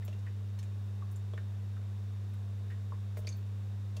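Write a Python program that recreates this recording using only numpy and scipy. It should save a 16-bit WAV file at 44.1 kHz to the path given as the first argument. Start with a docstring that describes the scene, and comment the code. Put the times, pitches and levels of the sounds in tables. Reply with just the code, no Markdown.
"""First come small wet ticks and drips over a steady hum, as fish are laid by hand into a basin.
Their bodies slap the shallow water softly, wet skin spatters, and drops trap bubbles that ring.
The basin gives two faint, high rings early on; after three seconds a fish settles with a low thump.
The basin walls and the quiet kitchen echo; mains hum, a faint whine and a soft hiss run underneath."""
import sys
import numpy as np
from scipy import signal
from scipy.fft import rfft, irfft
from scipy.io import wavfile
from scipy.ndimage import uniform_filter1d

SR = 44100
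rng = np.random.default_rng(int(sys.argv[2]) if len(sys.argv) > 2 else 0)


def file_out(sig):
    """Save sig as 16-bit WAV at sys.argv[1]."""
    # one column per channel
    cols = np.atleast_2d(sig).T
    # limit, then scale
    lim = np.clip(cols, -1, 1)
    pcm = np.round(lim * 32767).astype(np.int16)
    wavfile.write(sys.argv[1], SR, pcm)


N = 176400

# Soft slaps of a fish on the water and the basin (time [s], level [dB])
FISH_SLAPS = [(.081, -49), (1.336, -42.5), (1.379, -47), (2.921, -50), (3.172, -42), (3.191, -45.5),
              (3.248, -51), (3.274, -47), (3.969, -46)]
# Tones the filled basin rings with (pitch [Hz], level added to the slap's [dB], fade time [s])
# A fade time, or t60, is how long a sound takes to drop by 60 dB.
BASIN_TONES = [(339, -9.5, 0.073), (464, -1.5, 0.043), (620, 2, 0.036), (1060, -4.5, 0.019)]
# Short ringing tones (time [s], starting pitch [Hz], level [dB], fade time [s])
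# The two at 2700 and 2730 Hz are faint, high rings of the basin; the rest are bubbles trapped by drops.
SHORT_RINGS = [(0.081, 616, -50, 0.058), (.080, 2700, -53, 0.027), (.128, 2730, -55, 0.034),
               (0.265, 1820, -54, 0.038), (0.591, 5270, -52, 0.015), (1.023, 1137, -45, 0.037),
               (1.16, 7200, -48.5, 0.011), (1.336, 3370, -48, 0.014), (1.378, 1720, -35.5, 0.012),
               (1.766, 1650, -55.5, 0.029), (2.702, 1770, -48.5, 0.033), (2.719, 1890, -50.5, 0.057),
               (2.922, 1080, -38, 0.018), (3.2705, 4580, -32.5, 0.0064), (3.274, 2290, -35, 0.011),
               (3.290, 6350, -35.5, 0.0096), (3.283, 3530, -48.5, 0.013), (3.326, 4420, -49.5, 0.047),
               (3.969, 2680, -47, 0.016)]
# Wet ticks and spatter (time [s], centre pitch [Hz], spread [octaves], level [dB], fade time [s])
WET_TICKS = [(.023, 1600, 0.81, -55, 0.029), (.050, 10500, 0.58, -48, 0.013),
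             (0.079, 1700, 0.92, -52, 0.033), (.128, 2600, 0.82, -57.5, .04), (.189, 5000, 0.65, -64, .04),
             (.264, 1680, 0.43, -56, 0.098), (.589, 3950, 0.86, -52, 0.029), (.629, 6300, 0.46, -56, 0.022),
             (0.628, 2230, 0.33, -52.5, .018), (1.114, 12000, 0.54, -58, 0.046),
             (1.161, 9000, .6, -56, 0.016), (1.335, 940, 0.66, -50, 0.027), (1.376, 1920, 0.71, -50, 0.023),
             (1.767, 1460, 0.21, -60, .09), (2.338, 13000, 0.65, -63.5, .03), (2.337, 1600, 0.66, -58, .03),
             (2.702, 1700, 0.71, -59.5, 0.15), (3.169, 1610, 0.48, -44, .016),
             (3.171, 9000, 1.2, -53.5, 0.041), (3.188, 9500, 0.88, -55.5, 0.036),
             (3.247, 3000, 0.45, -56.5, 0.013), (3.2709, 5400, 0.4, -41, 0.014),
             (3.271, 12000, .7, -58, .02), (3.291, 7200, 0.35, -49, 0.019), (3.325, 6300, .2, -64, .04),
             (3.369, 14400, .07, -59, .03), (3.966, 4070, 0.79, -46.5, .027)]
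# The mains hum, then its octave (average level [dB])
HUM_LEVELS = [-37.5, -56.5]
# Faint whine of an appliance (pitch [Hz], average level [dB])
WHINE_TONES = [(3657, -80), (3757, -86.5), (4398, -89.5), (5583, -87.5)]
# How strong the room hiss is from low to high (frequency [Hz], relative level [dB])
HISS_SHAPE = [(20, -11), (35, -2), (55, 3.5), (80, 2.5), (140, 2), (175, 2.5), (260, 1), (320, -1),
              (390, 0.5), (450, 0), (520, -4), (630, -5.5), (830, -8), (1120, -8), (1330, -11.5),
              (1650, -11), (2200, -16), (2700, -15), (3150, -17.5), (3700, -14.5), (4100, -19.5),
              (5500, -21), (6200, -22), (7800, -23.5), (8500, -27), (15500, -30.5)]

SLAP_RISE_S, RING_RISE_S, TICK_RISE_S = 0.00089, 0.00014, 0.00033
THUMP_START_S, THUMP_HZ, THUMP_DB, THUMP_PEAK_S = 3.185, 57, -49, 0.026
GLIDE_PER_T60 = 0.026  # a short ring's pitch climbs by this fraction in one fade time
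TICK_UNEVEN_DB = 6
WALL_DELAY_S, WALL_DB, SCATTER_T60_S, SCATTER_DB = 0.005, -6.5, 0.048, -3.5
ROOM_RISE_S, ROOM_T60_S, ROOM_DB = 0.0037, 0.24, -9.5
HUM_HZ, WHINE_DRIFT_HZ, HISS_DB = 100.04, 2.5, -58.5
TREBLE_LIMIT_HZ = 15700


def fish_slaps():
    """A soft body meets the water and makes the basin ring, a little differently each time."""
    out, t = np.zeros(N), seconds(12000)
    for start, db in FISH_SLAPS:
        detunes = 1 + 0.012 * rng.standard_normal(len(BASIN_TONES))
        body = np.zeros(len(t))
        for (hz, tone_db, t60), detune in zip(BASIN_TONES, detunes):
            tone = np.sin(2 * np.pi * (hz * detune * t + rng.random()))
            body += gain(tone_db) * rise_and_fade(t, SLAP_RISE_S, t60) * tone
        add(out, start, gain(db) * body)
    return out


def fish_thump():
    """The weight of a fish settles on the bottom: one low tone swells and dies away."""
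    out, t = np.zeros(N), seconds(12000)
    swell = (t / THUMP_PEAK_S * np.exp(1 - t / THUMP_PEAK_S)) ** 2
    add(out, THUMP_START_S, gain(THUMP_DB) * swell * np.sin(2 * np.pi * THUMP_HZ * t))
    return out


def bubbles_and_basin_rings():
    """Bubbles, and twice the basin, ring briefly. Each tone climbs, as a bubble's does near the surface."""
    out, t = np.zeros(N), seconds(8192)
    for start, hz, db, t60 in SHORT_RINGS:
        phase = 2 * np.pi * hz * (t + GLIDE_PER_T60 * t ** 2 / (2 * t60))
        plink = gain(db) * rise_and_fade(t, RING_RISE_S, t60) * np.sin(phase)
        add(out, start, basin_echoes(plink))
    return out


def wet_ticks():
    """Thin films of water break in short bursts of tiny, uneven clicks."""
    out, t = np.zeros(N), seconds(4096)
    for start, hz, spread, db, t60 in WET_TICKS:
        noise, sizes = rng.standard_normal((2, len(t)))
        clicks = noise * gain(TICK_UNEVEN_DB * sizes)
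        # Keep mostly the part near the centre pitch.
        burst = colour(clicks, lambda octave: -10 * np.log10(1 + ((octave - np.log2(hz)) / spread) ** 4))
        tick = gain(db) * rise_and_fade(t, TICK_RISE_S, t60) * burst
        add(out, start, basin_echoes(tick))
    return out


def basin_echoes(sound):
    """The basin walls add one clear echo and many scattered ones, different for every spot."""
    response = gain(SCATTER_DB) * echo_tail(WALL_DELAY_S, SCATTER_T60_S)
    response[0] += 1  # the sound itself
    add(response, WALL_DELAY_S * (0.5 + rng.random()), [gain(WALL_DB)])
    return signal.fftconvolve(sound, response)


def kitchen_echoes(sound):
    """The room adds a short wash of echoes."""
    echoes = signal.fftconvolve(sound, echo_tail(ROOM_RISE_S, ROOM_T60_S))[:N]
    return sound + gain(ROOM_DB) * echoes


def mains_hum():
    """Mains power hums on one low, steady tone and its octave."""
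    t = seconds(N)
    return sum(np.sqrt(2) * gain(db) * np.sin(2 * np.pi * (multiple * HUM_HZ * t + rng.random()))
               for multiple, db in enumerate(HUM_LEVELS, 1))


def appliance_whine():
    """An appliance gives off thin, high tones that waver slightly in pitch."""
    out = np.zeros(N)
    for hz, db in WHINE_TONES:
        pitch = hz + WHINE_DRIFT_HZ * wander(steps_per_s=10)
        out += np.sqrt(2) * gain(db) * np.sin(2 * np.pi * np.cumsum(pitch) / SR)
    return out


def room_hiss():
    """The room hisses softly, more in the lows than in the highs."""
    hz, db = np.array(HISS_SHAPE).T
    hiss = colour(rng.standard_normal(N), lambda octave: np.interp(octave, np.log2(hz), db))
    return gain(HISS_DB) * hiss


def gain(db):
    """Turn decibels into a number to multiply by."""
    return 10 ** (np.asarray(db) / 20)


def add(out, start, sound):
    """Mix a sound in at a time in seconds."""
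    i = max(int(start * SR), 0)
    out[i:i + len(sound)] += sound[:max(len(out) - i, 0)]


def seconds(samples):
    """The time of each sample."""
    return np.arange(samples) / SR


def rise_and_fade(t, rise, t60):
    """Loudness that rises quickly, then dies away."""
    return (1 - np.exp(-t / rise)) * np.exp(-np.log(1000) * t / t60)


def colour(sound, curve):
    """Shape lows and highs by a curve of dB over octaves, then set the average (rms) size to 1."""
    hz = np.maximum(np.arange(len(sound) // 2 + 1) * SR / len(sound), 1)
    shaped = irfft(rfft(sound) * gain(curve(np.log2(hz))), len(sound))
    return shaped / np.std(shaped)


def wander(steps_per_s):
    """A slow random drift with a typical size of 1."""
    hold = int(SR / steps_per_s)
    steps = np.repeat(rng.standard_normal(N // hold + 1), hold)
    drift = uniform_filter1d(steps, hold)[:N]
    return drift / np.std(drift)


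def echo_tail(rise, t60):
    """Many fading echoes blurred together, with a total energy of 1."""
    t = seconds(16384)
    echoes = rng.standard_normal(len(t)) * rise_and_fade(t, rise, t60)
    return echoes / np.sqrt(np.sum(echoes ** 2))


def scene():
    """The basin sounds echo in the kitchen over the steady background, in one channel."""
    background = mains_hum() + appliance_whine() + room_hiss()
    splashes = bubbles_and_basin_rings() + wet_ticks() + fish_slaps() + fish_thump()
    return (background + kitchen_echoes(splashes))[None]


def record(dry):
    """Cut away the very highest treble."""
    low_pass = signal.ellip(10, 0.1, 80, TREBLE_LIMIT_HZ, fs=SR, output="sos")
    return signal.sosfilt(low_pass, dry)


dry = scene()
out = record(dry)
file_out(out)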